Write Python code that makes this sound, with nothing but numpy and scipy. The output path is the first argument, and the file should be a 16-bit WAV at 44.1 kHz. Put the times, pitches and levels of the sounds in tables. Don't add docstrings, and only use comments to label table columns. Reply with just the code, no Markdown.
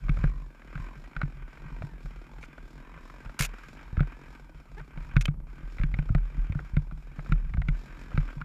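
import sys
import numpy as np
from scipy import signal
from scipy.fft import rfft, irfft
from scipy.io import wavfile
from scipy.ndimage import uniform_filter1d

SR = 44100
rng = np.random.default_rng(int(sys.argv[2]) if len(sys.argv) > 2 else 0)


def to_wav(sig):
    pcm = np.clip(np.atleast_2d(sig), -1, 1) * 32767
    pcm = np.round(pcm).astype(np.int16)
    wavfile.write(sys.argv[1], SR, pcm.T)


def ratio_of_db(decibels):
    return 10 ** (np.asarray(decibels, float) / 20)


N = 372204

# start in seconds, end in seconds, intake roar in dB,
# air box pitch in Hz, crank speed reached in turns per second.
TWISTS = [(0.181, 0.45, -60.5, 1057, 48.4), (.76, 0.946, -56, 1033, 47), (1.019, 1.22, -68, 930, 50.6),
          (1.551, 1.922, -61, 946, 48.7), (2.281, 2.458, -60.5, 900, 42.4), (2.49, 2.772, -69, 930, 40.5),
          (2.779, 3.2, -60, 1020, 45.2), (3.219, 3.399, -61.5, 905, 41.2), (3.451, 3.64, -66, 935, 46),
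          (3.743, 4.4, -63, 920, 43.8), (4.929, 5.149, -61, 940, 46.4), (5.55, 5.881, -71, 890, 42.8),
          (6.199, 6.41, -70, 920, 43.7), (6.601, 6.879, -67, 935, 42.4), (7.02, 7.501, -73, 944, 45),
          (7.701, 8.101, -65.5, 950, 45), (8.11, 8.601, -63, 955, 40)]
# time in seconds, level in dB.
ENGINE_LOAD = [(0, -58.5), (.23, -54), (.4, -64.5), (.61, -61.5), (.82, -56.5), (1.05, -61), (2.7, -59.5),
               (4.09, -58), (4.5, -62.5), (6.6, -59.5), (6.85, -65), (7.03, -64.5), (7.29, -58),
               (7.62, -66), (7.75, -58), (8.05, -56.5), (8.2, -55.5), (8.44, -62)]
# first full firing in seconds, last in seconds.
MISFIRE_STRETCHES = [(.42, .62), (1.04, 1.13), (1.37, 1.53), (1.935, 1.98), (2.056, 2.216), (2.337, 2.628),
                     (3.099, 3.14), (3.204, 3.39), (3.49, 3.71), (3.83, 4.145), (4.35, 4.715), (5.34, 5.47),
                     (6.6, 6.74), (6.82, 7.16), (7.4, 7.65)]
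# centre in Hz, width in Hz, level in dB.
EXHAUST_PEAKS = [(234, 97, -3), (305.4, 132, -4.5), (540, 760, -3.5)]
# centre in Hz, width in Hz, level in dB.
METAL_PEAKS = [(1200, 450, -1), (1570, 185, -2.5), (1902, 420, -7), (2386, 460, -3.5), (3100, 550, -14)]
# centre in Hz, width in Hz, level in dB.
HISS_PEAKS = [(3600, 2450, 3.5), (5440, 1030, -2.5), (6890, 1330, -1.5), (9240, 5300, -24),
              (11600, 2500, -7.5)]
# multiple of crank speed, width in Hz, level in dB.
GEAR_TONES = [(39, 50, -12), (85, 110, -25)]
# time in seconds, shake in dB.
GROUND_SHAKE = [(0, -40), (.33, -33.5), (.52, -52), (.87, -42.5), (1.2, -50), (1.36, -41.5), (1.55, -45),
                (3.2, -47.5), (4.5, -48), (5.01, -42.5), (5.19, -44), (5.31, -35), (5.65, -49.5),
                (5.9, -33.5), (6.25, -39), (7.3, -44.5), (7.55, -31), (7.85, -44.5)]
# time in seconds, blow peak in dB, sway in dB.
STONE_LANDINGS = [(0.047, -36, -29.5), (0.169, -31, -30), (0.189, -33, -40), (0.797, -36, -37),
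                  (1.812, -35, -39), (3.26, -41.5, -41), (3.927, -32.5, -35), (3.975, -21, -27),
                  (5.141, -44, -27), (5.798, -28, -18.5), (5.937, -29.5, -37), (6.101, -19.5, -28),
                  (6.497, -24, -42), (6.733, -36.5, -24), (7.294, -28.5, -29), (7.544, -27, -41),
                  (7.578, -22.5, -43), (8.142, -27.5, -29)]
# time in seconds, shell peak in dB, sway in dB.
MOUNT_SNAPS = [(.093, -20, -19), (.239, -18, -17), (.753, -32.5, -35), (1.163, -35, -29.5),
               (1.232, -22.5, -29), (1.653, -38.5, -52), (1.718, -40, -35.5), (1.836, -30.5, -44),
               (2.047, -38, -34), (3.402, -23, -28.5), (4.004, -16.5, -31.5), (4.807, -41, -59),
               (4.972, -33.5, -32.5), (5.164, -13.5, -20), (5.284, -19.5, -28), (5.631, -41, -32),
               (5.837, -23, -19), (5.987, -20.5, -24), (6.149, -17.5, -19.5), (6.378, -33, -22.5),
               (6.553, -24, -31), (6.768, -16.5, -51), (6.921, -35, -35), (7.184, -32, -39),
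               (7.319, -18.5, -20), (7.685, -20.5, -21), (8.177, -18.5, -21), (8.367, -33.5, -37.5),
               (8.414, -36.5, -35)]
# time in seconds, low mode peak in dB, upper mode in dB, knock in dB.
CASE_RAPS = [(0.0834, -34, -43, -45), (0.0932, -29.5, -30.5, -41.5), (0.171, -40, -45, -41),
             (0.24, -24.5, -35, -31), (.7547, -32, -41, -67), (1.1649, -26, -34, -41),
             (1.2155, -22.5, -31.5, -32.5), (1.231, -34, -41, -49), (1.8213, -36, -39, -35.5),
             (2.4369, -37, -41, -53), (3.9692, -35.5, -41.5, -39), (3.9942, -30.5, -52, -54),
             (4.005, -30.5, -31, -30), (5.159, -30, -46, -46), (5.1659, -17.5, -20.5, -28),
             (5.2544, -39, -32, -43), (5.2805, -29.5, -34, -38.5), (5.835, -26.5, -30, -47),
             (5.9412, -38.5, -32, -42), (5.988, -33.5, -32, -39), (6.149, -26.5, -30.5, -29.5),
             (6.5228, -42, -35.5, -44), (6.5908, -32.5, -46, -41), (6.7671, -30, -31.5, -36.5),
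             (7.3215, -23.5, -27, -37), (7.5375, -32.5, -36.5, -46.5), (7.6179, -40, -34.5, -41),
             (7.6853, -29, -27.5, -42), (8.1756, -27, -31, -33), (8.4145, -27.5, -40, -69)]
# time in seconds, low mode peak in dB, upper mode in dB.
CASE_TICKS = [(0.6188, -43.5, -49.5), (0.7767, -41, -43), (1.1324, -43, -50), (1.205, -43, -56),
              (1.5728, -45, -46.5), (2.0578, -44, -58), (2.3833, -45.5, -55), (2.4289, -55, -38.5),
              (2.5807, -40, -56), (2.976, -42.5, -46), (3.0987, -42, -45), (3.14, -42.5, -58),
              (3.2595, -40.5, -40.5), (3.2949, -40, -51), (3.5373, -40, -48), (4.031, -39, -59),
              (4.8023, -40, -47), (4.9749, -42, -41), (5.784, -42, -36), (5.7966, -42, -39),
              (5.8129, -40, -40), (6.091, -38, -49), (6.1814, -40, -46), (6.55, -38.5, -61),
              (6.9114, -41.5, -47.5), (7.192, -35, -46.5), (7.2609, -41.5, -46), (7.5716, -35, -44),
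              (8.1171, -36, -55), (8.2881, -38.5, -51)]
# pitch in Hz, t60 in seconds.
CASE_MODES = [(1426, 0.015), (2157, 0.012), (3530, 0.0087), (625, 0.018)]
# start in seconds, length in seconds, start level in dB, end level in dB.
TWIG_SCRAPES = [
    (3.391, 0.066, -33.5, -35),
    (3.392, 0.011, -39, -31),
    (3.408, 0.0052, -25, -35.5),
    (3.422, 0.016, -35, -52),
    (3.458, 0.011, -42, -49),
    (5.166, 0.0054, -56, -61),
    (5.21, 0.0168, -34.5, -42),
    (5.247, 0.0036, -53, -48),
    (5.255, 0.0043, -36, -26.5),
    (2.41, .05, -57, -57),
]
# frequency in Hz, density in dB per Hz.
SCRAPE_COLOUR = [(290, -27), (500, -8.5), (909, -13), (1160, -8.5), (1520, -2.5), (1850, -9), (2330, 1),
                 (3370, -12), (5620, -11.5), (6960, -7.5), (7680, -14.5), (11000, -16.5), (15000, -20)]
# pitch in Hz, t60 in seconds.
BROKEN_TWIG_MODES = [(2540, 0.014), (3100, 0.019)]
# pitch in Hz, level in dB.
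ELECTRONIC_TONES = [(10788, -99), (12586, -104), (14384, -90)]

START_TURNS, IDLE_TURNS, SAG_TURNS_PER_S, RISE_S, LEAD_S = 41.4, 29, 40, .16, .09
SHUT_DB = -70.5
LULL_START_S, LULL_END_S, LULL_DB = 5.31, 5.475, -13
SKIP_EVEN, SKIP_MISFIRE, RICH_DB = .1, .75, 2
LOAD_MID_DB, SHAKE_MID_DB = -61, -45
EXHAUST_LAW, METAL_LAW, HISS_LAW = (-56, 0.77), (-58.5, 1.11), (-72, 0.98)
SWAY_LAW, SHELL_LAW = (-44, 1.28), (-54, 0.99)
# (Hz, t60 s)
SWAY, SHELL, BLOW = (38.2, 0.4), (144.2, 0.097), (95.3, 0.13)
THUD, REBOUND = (58, .09), (272, 0.024)
REBOUND_DB, REBOUND_LEAD_S = -10, 0.0017
SHELL_DETUNE, BLOW_DETUNE = .025, .1
LANDING_SHELL_DB = -6.5
SNAP_BLOW_DB, SNAP_BLOW_SLOPE = 3.5, 1.69
TICK_KNOCK_DB, CRACK_DB, CRACK_SLOPE = -6, -8, 1.167


def engine():
    hz = crank()
    load_db, = columns(ENGINE_LOAD)
    intake_db, box_hz, lull_db = throttle()
    at, charge = firings(hz)
    chance = rng.standard_normal((500, 3))[:len(at)]
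    s = at / SR + 0.00044 * chance[:, 0]
    fired = spikes(s, charge * ratio_of_db(1.6 * chance[:, 1]))
    exhaust_air, intake_air, metal_air, hiss_air, gear_air = rng.standard_normal((5, N))
    puff = fade(fired, .006)

    exhaust = level(body(fired, EXHAUST_PEAKS), -5)
    exhaust = exhaust + level(body(exhaust_air * (puff + .3), EXHAUST_PEAKS[:2]), -4.5)
    exhaust = exhaust + level(body(exhaust_air * (puff + .3), EXHAUST_PEAKS[2:]), -10)

    gulps = spikes(at / SR + .002, ratio_of_db(.8 * chance[:, 2]))
    intake = level(glide(gulps, box_hz, 140), -2)
    intake = intake + level(glide(intake_air * (fade(gulps, .012) + .5), box_hz, 230), -7)

    metal = level(body(metal_air * (puff + .6) * ratio_of_db(2.2 * walk(30)), METAL_PEAKS), -1)
    metal = metal + level(body(fired, METAL_PEAKS), -15)
    metal = metal + sum(level(glide(gear_air, k * hz, w), db) for k, w, db in GEAR_TONES)
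    hiss = level(body(hiss_air * (puff + .5) * ratio_of_db(1.97 * walk(20)), HISS_PEAKS), 0)

    treble = follow(load_db, LOAD_MID_DB, METAL_LAW) * metal + follow(load_db, LOAD_MID_DB, HISS_LAW) * hiss
    bass = follow(load_db, LOAD_MID_DB, EXHAUST_LAW) * exhaust
    return bass + ratio_of_db(intake_db) * intake + ratio_of_db(lull_db) * treble


def crank():
    s, hz = [-1.], [START_TURNS]
    last_end, last_top = 0, START_TURNS
    for start, end, _, _, top in TWISTS:
        start, end = start - LEAD_S, end - LEAD_S
        sagged = last_top - SAG_TURNS_PER_S * max(start - last_end, 0)
        s += [start, min(start + RISE_S, end - .001), end]
        hz += [max(sagged, IDLE_TURNS), top, top]
        last_end, last_top = end, top
    return np.interp(np.arange(N) / SR, np.maximum.accumulate(s), hz)


def throttle():
    t = np.arange(N) / SR
    db, hz = np.full(N, SHUT_DB), np.full(N, 930.)
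    for start, end, open_db, box_hz, _ in TWISTS:
        is_open = (t > start) & (t < end)
        db[is_open], hz[is_open] = open_db, box_hz
    lull_db = LULL_DB * ((t > LULL_START_S) & (t < LULL_END_S))
    return [uniform_filter1d(1. * c, int(0.032 * SR)) for c in (db, hz, lull_db)]


def firings(hz):
    turns = np.cumsum(hz / SR)
    start, end = np.transpose(MISFIRE_STRETCHES)
    edges = np.ravel(MISFIRE_STRETCHES)
    passed = turns[(edges * SR).astype(int)]
    turns = turns + np.interp(np.arange(N) / SR, edges, np.round(passed) - passed)
    at = np.searchsorted(turns, np.arange(1, int(turns[-1])))
    stretch = np.clip(np.searchsorted(start * SR - 2, at) - 1, 0, None)
    odd = (np.arange(1, len(at) + 1) - np.round(passed[::2])[stretch]) % 2
    lean = (at > start[stretch] * SR - 2) & (at < end[stretch] * SR + 2)
    lost = odd * np.where(lean, SKIP_MISFIRE, SKIP_EVEN)
    return at, np.clip(1 - lost, .05, 1) * ratio_of_db(RICH_DB * lean)


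def mount():
    s, shell_db, sway_db, blow_db = jolt_rows()
    s = s + .003
    blow = spikes(s, ratio_of_db(blow_db + 3))
    rebound = spikes(s - REBOUND_LEAD_S, ratio_of_db(shell_db + 5 + REBOUND_DB))
    jolts = ring_loose(spikes(s, ratio_of_db(shell_db + 6.5)), s, *SHELL, SHELL_DETUNE)
    jolts = jolts + ring(spikes(s, ratio_of_db(sway_db + 4.5)), *SWAY)
    jolts = jolts + ring_loose(blow, s, *BLOW, BLOW_DETUNE) + 1.12 * ring(blow, *THUD)
    jolts = uniform_filter1d(jolts - ring(rebound, *REBOUND), int(0.0021 * SR))

    shake_db, = columns(GROUND_SHAKE)
    bumps = rng.standard_normal((2, N)) * ratio_of_db(3 * walk(20))
    sway = even(band(band(band(bumps[0], 37, 16), 37, 30), 37, 40), .25)
    shell = even(band(band(ring(bumps[1], *SHELL), 150, 120), 150, 200), .25)
    hum = follow(shake_db, SHAKE_MID_DB, SWAY_LAW) * sway + follow(shake_db, SHAKE_MID_DB, SHELL_LAW) * shell
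    return hum - jolts


def jolt_rows():
    s, blow_db, sway_db = np.transpose(STONE_LANDINGS)
    snap_s, shell_db, snap_sway_db = np.transpose(MOUNT_SNAPS)
    return np.hstack([[s, blow_db + LANDING_SHELL_DB, sway_db, blow_db],
                      [snap_s, shell_db, snap_sway_db, SNAP_BLOW_DB + SNAP_BLOW_SLOPE * shell_db]])


def case():
    s, *mode_db = tick_rows()
    latest = np.clip(np.searchsorted(s * SR - 1, np.arange(N)) - 1, 0, None)
    detune = rng.standard_normal((len(s), len(CASE_MODES)))
    crack = fade(spikes(s, ratio_of_db(mode_db[2] - 8)), 0.00089) * rng.standard_normal(N)
    out = band(crack, 4900, 4000)
    for k, (hz, t60) in enumerate(CASE_MODES):
        tap = spikes(s, ratio_of_db(mode_db[k]))
        chatter = (fade(tap, 0.003) - fade(tap, 0.00071)) * rng.standard_normal(N)
        width = 3.42 / t60 * 2
        pitch = hz * (1 + 0.03 * detune[latest, k])
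        out = out + glide(0.83 * tap + 0.17 * chatter, pitch, width) * SR / width
    return out


def tick_rows():
    hard = list(map(tuple, CASE_RAPS))
    light = [(s, low_db, up_db, low_db + TICK_KNOCK_DB) for s, low_db, up_db in CASE_TICKS]
    s, low_db, up_db, knock_db = np.transpose(sorted(hard + light))
    return s, low_db, up_db, CRACK_DB + CRACK_SLOPE * up_db, knock_db


def twigs():
    t, push = np.arange(N) / SR, np.zeros(N)
    for s, length, start_db, end_db in TWIG_SCRAPES:
        path_db = start_db + (end_db - start_db) * np.clip((t - s) / length, 0, 1)
        push += ratio_of_db(path_db) * (t > s) * (t < s + length)
    grains = rng.standard_normal(N) * ratio_of_db(0.71 * rng.exponential(size=N))
    hz, db = np.transpose(SCRAPE_COLOUR)
    gain = ratio_of_db(np.interp(np.log(np.fft.rfftfreq(N, 1 / SR) + 1), np.log(hz), db, -80, -80))
    drag = level(irfft(rfft(grains) * gain, N), 0)
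    drag = np.where(abs(t - 3.5) > .5, band(drag, 2800, 5000), drag)
    return drag * uniform_filter1d(push, int(.001 * SR)) * ratio_of_db(2.1 * walk(250))


def twig_snap():
    hit = uniform_filter1d(spikes(np.array([5.2555]), [ratio_of_db(-20)]), size=5)
    return sum(ring(hit, hz, t60) for hz, t60 in BROKEN_TWIG_MODES)


def creak():
    start_s, length_s, first_hz, last_hz = 4.768, .034, 390, 480
    t = np.arange(N) / SR - start_s
    rate = first_hz + (last_hz - first_hz) * t / length_s
    turns = np.cumsum(rate * (t > 0) * (t < length_s) / SR)
    slips = np.diff(np.floor(turns), prepend=0) * ratio_of_db(2.2 * walk(200))
    modes = ring(slips, 1640, 0.0064) + 0.75 * ring(slips, 822, 0.008) + 0.93 * ring(slips, 334, 0.014)
    return ratio_of_db(-42.5) * modes


def electronics():
    t = np.arange(N) / SR
    whine = sum(np.sqrt(2) * ratio_of_db(db) * np.sin(2 * np.pi * hz * t) for hz, db in ELECTRONIC_TONES)
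    return whine + level(band(rng.standard_normal(N), 7600, 11000), -82)


def level(x, db):
    return x * ratio_of_db(db) / np.sqrt(np.mean(x ** 2))


def columns(table):
    s, *rest = np.transpose(table)
    return [np.interp(np.arange(N) / SR, s, c) for c in rest]


def follow(control_db, middle_db, law):
    middle_gain_db, slope = law
    return ratio_of_db(middle_gain_db + slope * (control_db - middle_db))


def spikes(s, size):
    return np.bincount(np.clip((s * SR).astype(int), 0, N - 1), size, N)


def fade(x, tau):
    return signal.lfilter([1], [1, -np.exp(-1 / (tau * SR))], x)


def ring(x, hz, t60):
    pole = np.exp(2j * np.pi * hz / SR - np.log(1000) / (t60 * SR))
    return signal.lfilter([1], [1, -pole], x).imag


def ring_loose(x, s, hz, t60, detune):
    pitches = hz * (1 + detune * rng.standard_normal(len(s)))
    latest = np.clip(np.searchsorted(np.sort(s) * SR - 1, np.arange(N)) - 1, 0, None)
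    turn = np.exp(2j * np.pi * np.cumsum(pitches[latest]) / SR)
    pole = np.exp(-np.log(1000) / (t60 * SR))
    return (signal.lfilter([1], [1, -pole], x / turn) * turn).imag


def band(x, hz, width):
    return signal.lfilter(*signal.iirpeak(hz, hz / width, SR), x)


def body(x, peaks):
    out = 0
    for k, (hz, width, db) in enumerate(peaks):
        gain = (-1) ** k * ratio_of_db(db) * np.sqrt(1000 / width)
        out = out + gain * band(band(x, hz, width), hz, width)
    return out


def glide(x, hz, width):
    turn = np.exp(2j * np.pi * np.cumsum(hz) / SR)
    pole = np.exp(-np.pi * width / SR)
    return (signal.lfilter([(1 - pole) ** 2], [1, -2 * pole, pole ** 2], x / turn) * turn).real


def even(x, span):
    return x / np.sqrt(uniform_filter1d(x ** 2, int(span * SR)))


def walk(rate):
    k = int(SR / rate)
    held = np.repeat(rng.standard_normal(N // k + 1), k)
    return 1.48 * uniform_filter1d(uniform_filter1d(held, k), k)[:N]


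def scene():
    return (engine() + mount() + case() + twigs() + twig_snap() + creak() + electronics())[None]


def low_pass(x):
    return signal.sosfilt(signal.butter(12, 16190, fs=SR, output="sos"), x)


def record(dry):
    wet = .75 * np.tanh(dry / 0.78)
    wet = signal.sosfilt(signal.butter(2, 20, "high", fs=SR, output="sos"), wet)
    wet = signal.sosfilt(signal.ellip(8, .2, 60, 15250, fs=SR, output="sos"), wet)
    return low_pass(wet)


dry = scene()
out = record(dry)
to_wav(out)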